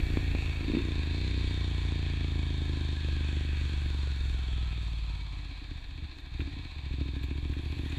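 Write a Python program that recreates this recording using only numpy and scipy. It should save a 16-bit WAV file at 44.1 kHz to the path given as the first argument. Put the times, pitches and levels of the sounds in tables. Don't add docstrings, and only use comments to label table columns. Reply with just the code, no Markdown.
import sys
import numpy as np
from scipy import signal
from scipy.fft import rfft, irfft, next_fast_len
from scipy.io import wavfile
from scipy.ndimage import uniform_filter1d

SR = 44100
rng = np.random.default_rng(int(sys.argv[2]) if len(sys.argv) > 2 else 0)


def dump_mix(stems):
    frames = np.atleast_2d(stems).T
    limited = np.clip(frames, -1, 1)
    pcm = np.round(limited * 32767).astype(np.int16)
    wavfile.write(sys.argv[1], SR, pcm)


def amplitude_ratio(level_db):
    exponent = np.asarray(level_db, float) / 20
    return 10 ** exponent


N = 351918
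TIME = np.arange(N) / SR

# time_s, rate_hz (four-stroke cycles per second)
ENGINE_SPEED = [(0.0, 29.08), (0.568, 26.89), (0.7, 26.97), (0.815, 31.5), (1.037, 24.78), (1.234, 31.06),
                (1.926, 28.25), (3.049, 25.07), (3.749, 24.26), (4.495, 21.1), (5.662, 14.94),
                (6.011, 14.93), (6.355, 12.2), (6.442, 17.42), (6.539, 17.33), (6.794, 13.88),
                (7.055, 12.99), (7.804, 15.3), (7.98, 14.1)]


def curves(table):
    s, *columns = np.transpose(table)
    return [np.interp(TIME, s, c) for c in columns]


def unit(x):
    return x / np.sqrt(np.mean(x ** 2))


def ring(x, hz, width):
    r = np.exp(-np.pi * width / SR)
    w = 2 * np.pi * hz / SR
    return signal.lfilter([0, r * np.sin(w)], [1, -2 * r * np.cos(w), r * r], x)


def body(x, modes):
    return sum(amplitude_ratio(db) * ring(x, hz, width) for hz, width, db in modes)


def clicks(times, sizes):
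    place = np.clip(np.asarray(times) * SR, 0, N - 2)
    i, part = place.astype(int), place % 1
    return np.bincount(i, sizes * (1 - part), N) + np.bincount(i + 1, sizes * part, N)


def colour(x, points):
    hz, db = np.transpose(points)
    size = next_fast_len(N)
    f = np.log(np.maximum(np.arange(size // 2 + 1) * SR / size, 1))
    gain = amplitude_ratio(np.interp(f, np.log(hz), db))
    return irfft(rfft(x, size) * gain, size)[:N]


def walk(rate):
    k = int(SR / rate)
    steps = np.repeat(rng.standard_normal(N // k + 1), k)
    return unit(uniform_filter1d(uniform_filter1d(steps, k), k)[:N])


def soften(x, top_hz, order=2):
    return signal.sosfilt(signal.butter(order, top_hz, fs=SR, output="sos"), x)


def fade(x, tau_s):
    return signal.lfilter([1], [1, -np.exp(-1 / (tau_s * SR))], x)


def hump(start_s, peak_s, end_s, db):
    return db * np.interp(TIME, [start_s, peak_s, end_s], [0, 1, 0])


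def opening_db():
    return 4 * np.exp(-TIME / .004)


def cooling():
    return hump(4.7, 5.03, 6.3, 0.73)


def wind():
    # time_s, level_db
    gust = [(0, -31), (1.3, -46), (3.5, -42.5), (4.25, -42.5), (4.9, -44.5), (6.3, -46.5), (7.4, -46.5),
            (7.98, -46)]
    # frequency_hz, density_db
    buffeting = [(12, -18), (28, 9.5), (48, 1), (70, -8), (120, -10), (200, -33), (500, -31), (1000, -56.5)]
    level_db = curves(gust)[0] + opening_db() + 1.5 * walk(5.0)
    return amplitude_ratio(level_db) * unit(colour(rng.standard_normal(N), buffeting))


def whistle():
    return amplitude_ratio(-97) * np.sin(2 * np.pi * 15081 * TIME)


def grit():
    # time_s, level_db
    specks = [(6.1816, -68), (6.2016, -65), (6.3912, -66), (6.4141, -63), (6.9349, -70), (7.0083, -69),
              (7.0542, -71), (7.0891, -71), (7.132, -72), (7.1614, -68), (7.2343, -70), (7.4942, -65),
              (7.5331, -60), (7.6378, -64), (7.7301, -66), (7.789, -65), (7.8608, -62), (7.9232, -61)]
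    # time_s, level_db
    scuffs = [(6.38, -64), (6.405, -66), (6.414, -68), (7.232, -63), (7.24, -60), (7.493, -60),
              (7.897, -55), (7.925, -60)]
    # time_s, level_db
    pings = [(7.232, -56), (7.243, -72), (7.255, -75), (7.28, -73), (7.288, -73), (7.38, -77)]
    speck_hue = [(8000, -25), (10300, -7), (12500, 0), (15000, -6)]
    scuff_hue = [(4800, -25), (6000, -2), (7500, 4), (9500, -17), (12000, -25)]
    layers = 0
    for table, tau_s, points in ((specks, .005, speck_hue), (scuffs, .009, scuff_hue)):
        when, db = np.transpose(table)
        envelope = fade(clicks(when, amplitude_ratio(db - 4.5)), tau_s)
        layers = layers + envelope * unit(colour(rng.standard_normal(N), points))
    when, db = np.transpose(pings)
    return layers + ring(clicks(when, amplitude_ratio(db)), 12450, 45)


def ticks():
    # time_s, level_db
    rattles = [(.001, -41), (0.169, -37), (.35, -52), (.75, -41), (.79, -43), (6.384, -51), (6.404, -40),
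               (6.41, -54), (7.232, -50), (7.535, -45)]
    hue = [(500, -18.0), (900, -1), (1600, 15.5), (2000, 13), (2450, 25), (3000, 8.5),
           (3800, 16), (4800, -18), (9000, -40)]
    when, db = np.transpose(rattles)
    rise_s, decay_s = .0015, .003
    burst = unit(fade(fade(clicks(when, amplitude_ratio(db)), decay_s), rise_s)) * amplitude_ratio(-63)
    return burst * unit(colour(rng.standard_normal(N), hue))


def gears(turn):
    # time_s, level_db
    whine = [(0, -55), (2.4, -59.5), (2.75, -56), (3.15, -53), (3.4, -59), (4.3, -60), (4.7, -58.5),
             (5.2, -76), (7.98, -87)]
    wobble = np.cumsum(25 * walk(30) + 70 * walk(350)) / SR
    return amplitude_ratio(curves(whine)[0] + 2.1 * walk(60)) * np.sin(2 * np.pi * (65 * turn + wobble))


def drone(turn):
    crest_turn, cold_shift_turn = .11, .045
    warm_share, braking_ends_s = .45, 5.4
    cold = cooling()
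    braking = np.clip(2 * (braking_ends_s - TIME), 0, 1)
    share = np.maximum(cold, warm_share * braking)
    return amplitude_ratio(-33) * share * np.cos(2 * np.pi * 3 * (turn + crest_turn + cold_shift_turn * cold))


def clatter(turn, count=48):
    # time_s, level_db
    rattle = [(0, -45), (1.2, -45), (2.4, -46), (3.6, -46.5), (4.8, -49), (5.8, -52), (6.31, -52),
              (6.41, -49.5), (6.75, -51), (7.3, -50), (7.8, -48.5), (7.98, -46)]
    # frequency_hz, width_hz, level_db
    case_modes = [(760, 140, -10.5), (1028, 157, -8.5), (1287, 210, -13), (1694, 147, -8.5),
                  (1872, 267, -8.5), (2292, 82, -3), (2529, 257, -3.5), (3378, 305, -6.5), (3656, 160, -2),
                  (4077, 447, -6.5), (4590, 35, -9)]
    # frequency_hz, start_s, peak_s, end_s, level_db
    case_swells = [(2407, -0.5, 1.8, 2.5, 1), (3650, -2.1, 1.4, 5.3, 0), (3370, 1.5, 3.5, 5.5, 2.5),
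                   (1026, 1, 1.7, 4.3, 1.5), (773, 0.5, .01, 0.078, 24), (3370, 0, 0.98, 1.4, -5),
                   (1257, 5, 7.2, 10, -3.0), (3370, 6, 6.42, 7.7, 1)]
    # frequency_hz, density_db
    treble_hue = [(4300, 11.5), (4900, -27), (5250, -16), (5630, -2.5), (5900, -12), (6280, -4), (6900, -5),
                  (7460, -2.5), (8200, -10), (9000, -11), (10000, -20)]
    # frequency_hz, density_db
    top_hue = [(8500, -38), (9900, 7.5), (10600, 4), (11500, 5), (12300, -6), (13200, 0), (15100, -22),
               (15400, -36)]

    clatter_db = curves(rattle)[0] + opening_db()
    bright_db = clatter_db + .3 * (clatter_db - np.median(clatter_db))
    scrub_db = hump(2.4, 4.4, 6.0, 3.5)
    reflected_db = hump(7.1, 7.8, 9.9, 8.5)
    slowing_db = hump(4.8, 6.7, 7.4, -4)
    treble_db = bright_db - 16 + scrub_db
    top_db = bright_db - 35 + .5 * scrub_db + reflected_db + slowing_db

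    angle, size = rng.random(count), rng.standard_normal(count)
    chance = rng.standard_normal((int(turn[-1]) + 1, count, 2))
    strike_turn = np.arange(len(chance))[:, None] + angle + 0.0013 * chance[..., 0]
    when = np.interp(strike_turn, turn, TIME)
    strength = size * amplitude_ratio(0.29 * chance[..., 1])
    taps = unit(clicks(when.ravel(), strength.ravel()))

    throb_db = np.interp(curves(ENGINE_SPEED)[0], [13, 18], [1.8, .8])
    throb = np.cos(2 * np.pi * (turn + .12)) + .6 * np.cos(4 * np.pi * (turn + .07))
    swell = amplitude_ratio(throb_db * throb)
    shudder_db = 0.2 * walk(16)

    mids = 0
    for hz, width, db in case_modes:
        drive = swell * (.65 * min(hz / 1700, 1) * taps + rng.standard_normal(N))
        case_swell_db = sum(hump(*span) for near, *span in case_swells if abs(hz / near - 1) < .06)
        tone = unit(ring(ring(drive, hz, 1.48 * width), hz, 1.48 * width))
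        level_db = db + case_swell_db + 1.35 * walk(2.967) + 1.0 * walk(14)
        mids = mids + amplitude_ratio(level_db) * np.sqrt(width) * tone

    hiss, fizz = (swell ** .6 * amplitude_ratio(.8 * walk(24)) * (0.6 * taps + rng.standard_normal(N)) for _ in range(2))
    treble = unit(colour(hiss, [(3500, -57)] + treble_hue + [(12000, -57)]))
    top = unit(colour(fizz, [(7000, -50)] + top_hue))
    return amplitude_ratio(shudder_db) * (amplitude_ratio(clatter_db) * unit(mids) + amplitude_ratio(treble_db) * treble + amplitude_ratio(top_db) * top)


def firings(turn):
    # time_s, level_db
    load = [(0, -33), (.5, -33), (.62, -34.5), (.75, -39.5), (.84, -35.5), (1.0, -33.5), (1.3, -33.5),
            (1.9, -31.5), (4.3, -34), (4.7, -31.5), (4.9, -32.5), (5.4, -36.5), (5.55, -41.5), (5.7, -39),
            (5.85, -46.5), (6.03, -34), (6.13, -53), (6.29, -40), (6.42, -28), (6.5, -37), (6.6, -36.5),
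            (6.7, -41), (6.91, -31.5), (7.98, -31)]
    # time_s, scatter_db
    scatter = [(0, 1.3), (.7, 1.3), (.85, .8), (1.2, .7), (2.3, 1.0), (4.9, 1.1), (5.4, 2.5), (6.7, 2.5),
               (6.9, 1.4), (7.98, 1.4)]
    # time_s, share of the early lead
    front_haste = [(0, 1), (.8, 1), (.93, .1), (1.1, .1), (1.2, 1), (1.5, 1), (2.1, .2), (4.6, .1),
                   (5.4, 1), (7.98, 1)]
    # time_s, edge_db
    front_choke = [(0, -2), (1.3, -2), (1.6, -11), (4.2, -14), (5.6, -8), (6.6, 0), (7.98, 0)]
    front_lead_turn = 3 / 8
    lead_s = .0031
    thump_early_s, crack_early_s = .0006, .0011

    thump_db, scatter_db = curves(load)[0], curves(scatter)[0]
    haste, choke_db = curves(front_haste)[0], curves(front_choke)[0]
    octaves = np.log2(curves(ENGINE_SPEED)[0] / 25)
    pull_away = np.clip((TIME - 6.78) / .15, 0, 1)
    crack_db = thump_db + np.maximum(-17.5 + 15 * octaves, -29.5) + 6.5 * pull_away - 5 * cooling()
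    crack_db = crack_db + hump(.82, .93, 1.12, 4)

    cycle = np.arange(1, int(turn[-1]) + 2)
    chance = rng.standard_normal((2, len(cycle), 3))
    late_s = .0002 * chance[::-1, :, 2]
    thump = crack = edge = swell = 0
    for front in (0, 1):
        firing_turn = cycle - front * front_lead_turn + .003 * chance[front, :, 0]
        when = np.interp(firing_turn, turn, TIME, right=9)
        i = np.minimum(when * SR, N - 1).astype(int)
        luck_db = scatter_db[i] * chance[front, :, 1]
        push_db = thump_db[i] + 6.5 + front + .55 * (1.5 + .5 * front) * luck_db
        push = clicks(when - lead_s - front * thump_early_s, amplitude_ratio(push_db))
        thump = thump + push
        swell = swell + .5 ** front * push
        stroke_db = crack_db[i] + 14.0 - 2.5 * front + luck_db + 1.94 * chance[front, :, 2]
        stroke_s = when + late_s[front] - lead_s - front * crack_early_s * haste[i]
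        stroke = clicks(stroke_s, amplitude_ratio(stroke_db))
        crack = crack + stroke
        edge = edge + amplitude_ratio(front * choke_db) * stroke
    return thump, crack, edge, swell


def afterburning():
    # time_s, crack_db, sharpness (0-1)
    pop_table = [(0.1695, -22, 1), (0.347, -23.5, 1), (0.624, -36, .2), (0.676, -33, .15), (0.6965, -25, 1),
                 (0.7335, -24, .9), (0.7465, -21.5, .9), (0.7672, -23, 1), (0.779, -28, .6),
                 (0.799, -33, .15), (1.105, -33, .4), (2.39, -31, 1), (3.083, -31, 1), (3.858, -36, 1),
                 (4.071, -36, 1), (4.9, -46, .2), (5.07, -43, .3), (5.51, -46, .2), (5.614, -44, .3),
                 (5.679, -49, .3), (5.711, -44, .7), (5.813, -50, .3), (5.978, -44, .4), (6.022, -44, .3),
                 (6.164, -49, .2), (6.393, -33, 1), (6.415, -37, .6), (6.47, -41, .3), (6.563, -39, .3),
                 (6.648, -44, .1), (6.758, -43, .5)]
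    # time_s, thump_db
    bang_table = [
        (5.711, -32),
        (6.396, -32),
        (6.45, -26),
    ]
    when, pop_db, sharp = np.transpose(pop_table)
    size = amplitude_ratio(pop_db - 2.5)
    pops = clicks(when + .0025, sharp * size)
    muffled = clicks(when + .0025, (1 - sharp) * size)
    when, bang_db = np.transpose(bang_table)
    return pops, muffled, clicks(when, amplitude_ratio(bang_db))


def exhaust(turn):
    # frequency_hz, width_hz, level_db
    silencer_modes = [(68.1, 18, -3), (85.6, 15, -19.5), (122, 61, -9)]
    # frequency_hz, width_hz, level_db
    header_modes = [(325, 134, 2.5), (415, 340, 4.5), (785, 680, -2)]
    # frequency_hz, width_hz, level_db
    lingering_modes = [(285, 28.5, -1), (326, 26.3, -5)]
    # time_s, level_db
    heat = [(0, -11.5), (.3, -8.5), (.58, -13.5), (.64, 1.5), (.82, 2), (.88, -9.5), (1.3, -6.5),
            (1.7, -16.5), (2.3, -9), (2.8, -5), (3.6, -7), (4.6, -15.5), (5.4, 1.5), (6.7, 0.5), (7.0, 3.5),
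            (7.98, 5)]
    # time_s, tilt_db
    ring_tilt = [(0, 0), (.45, -3), (.7, -3), (.76, 4), (.82, 4), (.9, -2), (1.2, -5), (2.0, -4), (2.6, 0),
                 (4.8, 0), (5.4, -5), (6.1, -4), (6.2, -1), (6.4, -5), (6.8, -5), (7.1, -3), (7.98, -2)]

    thump, crack, edge, swell = firings(turn)
    pops, muffled, bangs = afterburning()
    thump, crack = thump + bangs, crack + pops
    blunt = amplitude_ratio(hump(4.3, 5.7, 6.9, -9)) * edge + pops
    heat_db, tilt_db = curves(heat)[0], curves(ring_tilt)[0]

    churn = amplitude_ratio(-44) * fade(thump, .025) * rng.standard_normal(N)
    singing = amplitude_ratio(-89 + hump(5.4, 6.2, 6.9, 7))
    rasp = (amplitude_ratio(-36) * fade(crack + muffled, .02) + singing) * rng.standard_normal(N)

    build_up = .5 * fade(swell[::-1], 0.0018)[::-1]
    echo = 0.22 * np.roll(thump, int(.0155 * SR))
    gas, cold = thump + echo + churn, cooling()
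    cold_modes = [(0.96 * hz, width, db) for hz, width, db in silencer_modes]
    silencer = body(gas * (1 - cold), silencer_modes) + body(gas * cold, cold_modes)
    boom = soften(build_up - silencer, 190, order=4)

    snap = amplitude_ratio(-11.0) * soften(body(pops * amplitude_ratio(-.8 * heat_db), header_modes), 1500)
    hot_gas = amplitude_ratio(heat_db) * (crack + muffled + rasp)
    lower_note = body(hot_gas * amplitude_ratio(-.5 * tilt_db), lingering_modes[:1])
    upper_note = body(hot_gas * amplitude_ratio(tilt_db), lingering_modes[1:])
    header = soften(body(blunt, header_modes) + lower_note + upper_note, 347)

    pipes = boom + snap + header
    shadow_hz, shadow_width_hz = 185, 45
    shadowed = signal.lfilter(*signal.iirpeak(shadow_hz, shadow_hz / shadow_width_hz, SR), pipes)
    tail = -amplitude_ratio(-25) * np.exp(-TIME / .003) * np.cos(2 * np.pi * 320 * TIME)
    return tail + pipes - .4 * shadowed


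def crank():
    turn = -.05 + np.cumsum(curves(ENGINE_SPEED)[0]) / SR
    since = TIME - 6.92
    onset = np.clip(1 + 8 * since, 0, 1)
    decay = np.exp(-np.maximum(since, 0) / .9)
    return turn - .02 * onset * decay * np.cos(2 * np.pi * 3.2 * since)


def scene():
    turn = crank()
    air = wind() + whistle()
    loose_parts = grit() + ticks()
    engine = gears(turn) + drone(turn) + clatter(turn) + exhaust(turn)
    return (air + loose_parts + engine)[None]


def low_pass(x):
    return signal.sosfilt(signal.butter(12, 15270, fs=SR, output="sos"), x)


def record(dry):
    wet = signal.sosfilt(signal.butter(2, 18, "high", fs=SR, output="sos"), dry)
    return low_pass(wet)


dry = scene()
out = record(dry)
dump_mix(out)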